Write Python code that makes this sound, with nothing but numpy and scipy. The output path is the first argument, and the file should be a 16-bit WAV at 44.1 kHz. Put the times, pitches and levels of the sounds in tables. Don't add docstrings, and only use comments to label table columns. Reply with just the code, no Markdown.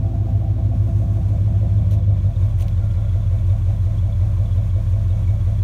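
import sys
import numpy as np
from scipy import signal
from scipy.fft import rfft, irfft, next_fast_len
from scipy.io import wavfile
from scipy.ndimage import uniform_filter1d

SR = 44100
rng = np.random.default_rng(int(sys.argv[2]) if len(sys.argv) > 2 else 0)


def log_audio(samples):
    frames = np.atleast_2d(samples).T
    limited = np.clip(frames, -1, 1)
    pcm = np.round(limited * 32767).astype(np.int16)
    wavfile.write(sys.argv[1], SR, pcm)


def field_ratio(decibels):
    return 10 ** (np.asarray(decibels, dtype=float) / 20)


N = 248283
T = np.arange(N) / SR
IDLE, FAST_IDLE = 44.7, 53.5


def evened(x):
    return x / np.sqrt(np.mean(x ** 2) + 1e-20)


def curves(rows, t=T):
    s, *columns = np.transpose(rows)
    return [np.interp(t, s, column) for column in columns]


def coloured(x, points):
    f, db = np.transpose(points)
    size = next_fast_len(len(x))
    hz = np.fft.rfftfreq(size, 1 / SR)
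    gain = field_ratio(np.interp(np.log(hz + 1), np.log(f), db))
    return irfft(rfft(x, size) * gain, size)[:len(x)]


def ring(x, modes):
    return [field_ratio(db) * signal.lfilter(*signal.iirpeak(hz, hz / width, SR), x) for hz, width, db in modes]


def smooth(x, size):
    return uniform_filter1d(uniform_filter1d(x, size), size)


def drift(seconds):
    return evened(smooth(rng.standard_normal(N), int(seconds * SR)))


# [s, firings per second]
SPEED = [(0.0, 53.65), (0.72, 53.47), (0.8, 53.32), (1.3, 52.06), (1.64, 52.23), (1.8, 51.94), (1.98, 50.6),
         (2.37, 46.01), (2.58, 44.81), (2.79, 44.2), (2.99, 44.03), (3.39, 45.34), (3.53, 45.22),
         (3.9, 44.38), (4.37, 45.06), (4.65, 44.78), (5.43, 44.57), (5.63, 44.63)]


def fast_share(t=T):
    return (curves(SPEED, t)[0] - IDLE) / (FAST_IDLE - IDLE)


def cycle():
    start_turns = -.25 / 8
    return np.cumsum(curves(SPEED)[0]) / SR / 8 + start_turns


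# [s, 0-1, dB]
ROUND = [(0, 0.01, 0), (.5, 0.17, -1), (.75, 0.37, -0.4), (1, 0.23, 1.5), (1.5, 0.62, -0.35),
         (2.1, 0.86, -1.5), (2.4, 0.76, 0.7), (3, .98, 0), (3.5, 0.78, 0.9), (4, 0.8, 0.6),
         (4.5, 0.92, 0.56), (5.2, 0.77, 1.1), (5.63, 0.89, 0.3)]


def heard(rows):
    fast = fast_share()
    behind, aim_db = curves(ROUND)
    return [db + behind_db * behind + fast_db * fast + share * aim_db
            for db, behind_db, fast_db, share in rows]


PUFFS = [
    [-4, -6, -5, -9, -10, -3, 0, -2],
    [-12, -8, -1, -2, -4, -1, -3, -7],
    [-5, -6, -8, -14, -15, 0, -2, -7],
    [-7, -9, -9, -14, -16, -14, -1, 0],
]


def puffs(pattern_db, decay, steady, knock=0):
    fired = cycle() * 8
    index = np.floor(fired).astype(int)
    db = np.array(pattern_db)[index % 8] + 1.7 * rng.standard_normal(400)[index + 8]
    noise = (steady + field_ratio(db) * np.exp(-(fired % 1) / decay)) * rng.standard_normal(N)
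    late = np.floor(fired - .05 - .06 * drift(.02))
    knocks = np.diff(late, prepend=late[0]) * rng.choice([-1, 1], N)
    return noise + knock * field_ratio(db) * knocks


# [dB, dB, dB, ratio]
AIR = [
    (-44.5, -4.5, 11, .1),
    (-55, 2, 0.3, 0.8),
    (-1.43, 2, 1, 1.2),
    (-11.5, 10.5, -3, 0.91),
]
# [Hz, dB per Hz]
HISS = [(500, -32.5), (850, -5), (1080, -0.5), (1300, -9.5), (1440, -8.5), (1550, -9.5), (2120, -14),
        (2280, -10.5), (2810, -15.5), (3420, -15), (4870, -20.5), (6290, -20.5), (10400, -27),
        (11700, -23.5), (15700, -35)]


def engine_hiss():
    _, hiss_db, tilt_db, _ = heard(AIR)
    hiss = evened(coloured(rng.standard_normal(N) * field_ratio(0.71 * drift(.03)), HISS))
    treble = coloured(hiss, [(3000, -42.5), (6000, 2)])
    return field_ratio(hiss_db) * (hiss + (field_ratio(tilt_db) - 1) * treble)


# [Hz, Hz, dB]
BAY = [(1004, 24, 0.5), (1065, 22, -5), (1375, 17, -9.5), (1370, 17, -9), (1425, 9.9, -8), (2014, 31, -3.5),
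       (2245, 39, -2.5), (3480, 150, -16), (3880, 75, -17.5)]


def bay_panels():
    drive = puffs(PUFFS[2], .7, .3)
    modes = sum(field_ratio(2.5 * drift(.12)) * mode for mode in ring(drive, BAY))
    return field_ratio(heard(AIR)[3]) * field_ratio(-60) * evened(modes)


# [0-1 of a cycle, dB]
TICKS = [
    (0.8, -56),
    (0.6, -47),
    (0.2, -45),
    (0.3, -48.5),
    (0.25, -56),
    (0.8, -62),
]
# [Hz, Hz, dB]
TICK_BODY = [
    (2280, 110, 0),
    (1420, 50, 2),
    (3350, 110, 3),
    (3640, 130, 1),
    (6200, 1200, -14),
]


def valve_ticks():
    blows, turns = np.zeros(N), cycle()
    for place, db in TICKS:
        at = np.flatnonzero(np.diff(np.floor(turns - place)))
        blows[at] += field_ratio(db + 3 * rng.standard_normal(40)[:len(at)])
    burst = rng.standard_normal(300) * np.exp(-np.arange(300) / 90)
    chatter = signal.oaconvolve(blows, burst)[:N]
    return field_ratio(heard(AIR)[3]) * sum(ring(chatter, TICK_BODY))


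def squeak(hz):
    t = np.arange(1024) / SR
    scratch = 1 + .6 * evened(uniform_filter1d(rng.standard_normal(len(t)), 60))
    swell = t / .0045 * np.exp(1 - t / .0045)
    return scratch * swell * np.sin(2 * np.pi * hz * t * (1 - .6 * t))


# [0-8 firings, dB, Hz]
SQUEAKS = [(1.4, -58.5, 3380), (4.3, -63.5, 4100), (2.9, -63, 2900), (3, -58, 3390), (7.4, -60.5, 3350),
           (2.4, -64, 3200), (5.7, -58.5, 3670), (5.2, -64, 3000), (6.3, -61.5, 3350), (4.3, -59, 3420),
           (6.9, -64, 2300), (0.38, -61, 3600)]
# [s, dB, Hz]
RUBS = [(1.785, -57, 3320), (2.3552, -53, 3670), (2.4235, -56, 3670), (2.7753, -56, 3660),
        (3.093, -54, 3380), (3.2262, -56, 3570), (3.2721, -58, 3380), (3.4921, -51, 3670),
        (3.9845, -53, 3380), (4.1227, -50, 3490), (4.4559, -55, 3470), (4.521, -50.5, 3380),
        (4.7015, -55, 3340), (5.1, -52, 3690), (5.2362, -54, 3350)]


def loose_bracket():
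    out, turns = np.zeros(N), cycle()
    near = field_ratio(-13 * (1 - curves(ROUND)[0]))
    for place, db, hz in SQUEAKS:
        rubs = np.diff(np.floor(turns - place / 8), prepend=0) > 0
        size = field_ratio(db + 2.5 * rng.standard_normal(40))[np.cumsum(rubs)]
        out += near * signal.oaconvolve(rubs * size, squeak(hz))[:N]
    for s, db, hz in RUBS:
        out[round(s * SR):][:1024] += field_ratio(db) * squeak(hz)
    return out


# [s, Hz, dB]
WHINE = [
    (0, 13800, -90),
    (.12, 13800, -78),
    (.3, 14000, -76),
    (.5, 13900, -78),
    (.66, 13900, -92),
    (5.63, 13900, -99),
]


def belt_whine():
    hz, db = curves(WHINE)
    phase = 2 * np.pi * np.cumsum(hz + 200 * drift(.002)) / SR
    return field_ratio(db + 4 * drift(.004)) * np.sin(phase)


# [s, s, Hz, Hz, dB]
SINGING = (2.75, .6, 1392, 12, -62)


def singing_panel():
    s, length, hz, width, db = SINGING
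    shape = np.clip((T - s) / .04, 0, 1) * np.clip((s + length - T) / .3, 0, 1)
    return field_ratio(db) * shape * evened(ring(rng.standard_normal(N), [(hz, width, 0)])[0])


# [s, s, dB]
SCUFFS = [
    (1.908, .028, -55),
    (1.909, .012, -58),
    (2.596, .032, -54),
    (2.676, .008, -61),
]
# [s, dB, dB]
SNAPS = [
    (2.5875, -36, -3),
    (2.598, -35, -2),
    (2.6044, -36, 3),
    (2.6085, -30, -3),
    (2.6134, -36, 3),
    (2.6178, -36, 3),
    (2.6234, -31, -4),
    (2.6268, -34, -5),
    (2.6825, -30, -10),
    (2.6847, -42, -8),
]
# [Hz, dB per Hz]
GRIT = [(710, -41), (1200, -13), (1430, -9), (1660, -14), (1970, 2.5), (4230, 3), (5070, -3), (6160, 1.5),
        (7310, -4.5), (14400, -3.5), (15700, -16.5)]


def steps():
    grains = rng.standard_normal(N) * field_ratio(2.5 * drift(.001))
    stroke = sum(field_ratio(db) * np.clip((T - s) / 0.0026, 0, 1) * np.clip((s + length - T) / 0.037 + 1, 0, 1)
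                 for s, length, db in SCUFFS)
    out = stroke * evened(coloured(grains, GRIT))
    t = np.arange(256) / SR
    for s, db, tilt_db in SNAPS:
        crack = rng.standard_normal(256) * np.exp(-t / .0006)
        snap = coloured(np.roll(crack, 30), GRIT)
        snap = coloured(snap, [(2000, -tilt_db / 2), (12000, tilt_db / 2)])
        out[round(s * SR):][:256] += field_ratio(db - 0.5) * snap / abs(snap).max()
    return out


# [Hz, dB per Hz]
CHUFF = [(25, -36.5), (45, -4), (90, 2), (140, -0.5), (200, -6), (280, -14.5), (370, -31), (480, -32.5),
         (700, -24.5), (1000, -44.5), (2000, -97)]


def gas_chuff():
    return field_ratio(heard(AIR)[0]) * evened(coloured(puffs(PUFFS[2], decay=0.95, steady=0.86), CHUFF))


# [dB, dB, dB, ratio]
LEVELS = [
    (-46.5, -3.5, 2.3, .1),
    (-47, -3, 5, .1),
    (-57.5, 10.5, 6, 0.44),
    (-46, -5.5, 2.8, .1),
]
# [Hz, Hz, dB]
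SHELL = [
    [(251, 12, 0), (215, 30, -8)],
    [(318, 12, -3), (335, 7, 2), (392, 14, -13), (416, 14, -13)],
    [(522, 18, -1), (548, 16, -4), (570, 16, 0), (610, 14, -3)],
    [(672, 18, 0), (720, 30, -12), (770, 14, -8)],
]


def silencer_shells():
    out = 0
    for db, pattern_db, modes in zip(heard(LEVELS), PUFFS, SHELL):
        rung = ring(puffs(pattern_db, .7, .08, knock=25), modes)
        part = sum(ring(x, [(hz, 4 * width, 0)])[0] for x, (hz, width, _) in zip(rung, modes))
        energy = smooth(part ** 2, 7500)
        out = out + field_ratio(db) * part / np.sqrt(energy)
    return out


def silencers():
    return coloured(gas_chuff() + silencer_shells(), [(850, 0), (1500, -20), (4000, -50)])


# [0 = A or 1 = B, dB, ms, dB]
CYLINDERS = [(1.0, -0.93, 0.8, 6.49), (0.0, -3.35, -0.6, 21.07), (0.0, -8.96, -1.34, 18.15),
             (1.0, -0.55, -0.12, 13.94), (0.0, -13.11, -1.49, 24.46), (1.0, -2.24, -1.02, 12.01),
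             (1.0, 0.23, -0.74, 9.81), (0.0, -1.93, -0.95, 21.95)]
# [Hz, Hz, dB, ms]
PIPE_A = [(34.03, 4.99, -15.46, 9.7), (45.59, 16.84, -20.82, 1.17), (77.91, 5.61, -42.9, 14.26),
          (96.64, 5.59, -26.48, 20.99), (97.61, 5.05, -23.83, 4.35), (110.46, 5.09, -32.04, 16.4),
          (121.52, 4.99, -40.01, 8.82), (141.45, 4.99, -42.95, 6.05), (154.41, 17.96, -33.27, 8.06),
          (173.15, 4.99, -44.02, 17.05), (197.24, 14.22, -44.46, 13.29), (254.29, 4.99, -36.42, 8.28)]
PIPE_B = [(50.11, 6.02, -37.72, 21.13), (61.8, 9.94, -30.42, 19.8), (83.23, 5.96, -24.45, 0.19),
          (85.91, 15.51, -19.68, 19.59), (98.14, 5.68, -21.82, 10.49), (128.34, 51.54, -8.96, 16.47),
          (130.26, 30.61, -14.73, 12.71), (144.1, 4.99, -36.56, 13.19), (173.97, 23.63, -26.75, 8.93),
          (177.25, 4.99, -47.74, 12.05), (221.84, 15.76, -43.71, 15.61), (268.09, 77.99, -16.65, 11.59)]
# [s, dB, dB, ms,
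# ms]
PATHS = [(0.0, -12.87, -8.71, 1.23, -12.64), (0.5, -11.44, -7.41, 1.3, -12.54),
         (1.0, -9.65, -4.78, 1.15, -13.01), (1.5, -9.06, -3.7, 1.65, -12.67),
         (1.8, -7.57, -2.43, 1.79, -12.74), (1.95, -6.0, -3.15, 1.94, -12.89),
         (2.1, -4.24, -1.0, 1.16, -13.29), (2.2, -3.21, 2.12, 2.4, -13.09), (2.3, -2.58, 2.4, 1.59, -13.09),
         (2.45, 0.46, 5.67, 3.68, -11.93), (2.6, 2.47, 7.23, 4.86, -11.67), (3.0, 2.51, 6.42, 3.96, -12.08),
         (4.0, 1.82, 6.35, 4.08, -12.3), (5.63, 3.06, 6.51, 4.23, -12.08)]


def exhaust():
    t, order = T[::512], np.arange(6, 39)[:, None]
    s = 2j * np.pi * order * curves(SPEED, t)[0] / 8
    paths, fast, total = curves(PATHS, t), fast_share(t), 0
    burn = uniform_filter1d(rng.standard_normal((len(t), len(order), 4)), 9, 0).T * 3
    burn *= np.clip((order - 8) / 6, .15, 1)
    for bank, pipe in enumerate((PIPE_A, PIPE_B)):
        fires = sum(field_ratio(db + fast_db * fast) * np.exp(-2j * np.pi * order * k / 8 - s * ms / 1000)
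                    for k, (b, db, ms, fast_db) in enumerate(CYLINDERS) if b == bank)
        fires += .17 * (burn[bank] + 1j * burn[2 + bank])
        rings = sum(field_ratio(db) * np.exp(-s * ms / 1000) * 2 * np.pi * hz
                    / ((s + np.pi * width) ** 2 + (2 * np.pi * hz) ** 2) for hz, width, db, ms in pipe)
        path = field_ratio(paths[bank]) * np.exp(-s * paths[2 + bank] / 1000)
        total = total + fires * rings * path
    total *= (s / (s + 250)) ** 2
    waver = uniform_filter1d(rng.standard_normal((len(t), len(order), 2)), 16, 0).T * 4
    total *= 1 + .005 * (order - 4) * (waver[0] + 1j * waver[1])
    turns, out = cycle(), 0
    step, turn = np.exp(2j * np.pi * turns), np.exp(2j * np.pi * turns * order[0])
    for strength in total:
        out = out + (np.interp(T, t, strength) * turn).real
        turn = turn * step
    return field_ratio(25) * out


def scene():
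    bay = engine_hiss() + bay_panels() + valve_ticks() + loose_bracket() + belt_whine()
    return (bay + singing_panel() + steps() + silencers() + exhaust())[None]


def low_pass(x):
    return signal.sosfilt(signal.butter(12, 16220, fs=SR, output="sos"), x)


# [Hz, dB]
HANDSET = [(4200, 0.5), (4900, -2), (5600, 1), (7000, 1.5), (7700, -2.5), (8800, 2.5), (9800, 1),
           (10400, -3), (11500, -1.5), (13000, -1.5), (14200, 3.1)]


def record(dry):
    edge = signal.firwin(1023, 15740, window=("kaiser", 9), fs=SR)
    held = coloured(dry[0], HANDSET)[None]
    mix = signal.oaconvolve(held, edge[None], "same")
    return low_pass(mix)


dry = scene()
out = record(dry)
log_audio(out)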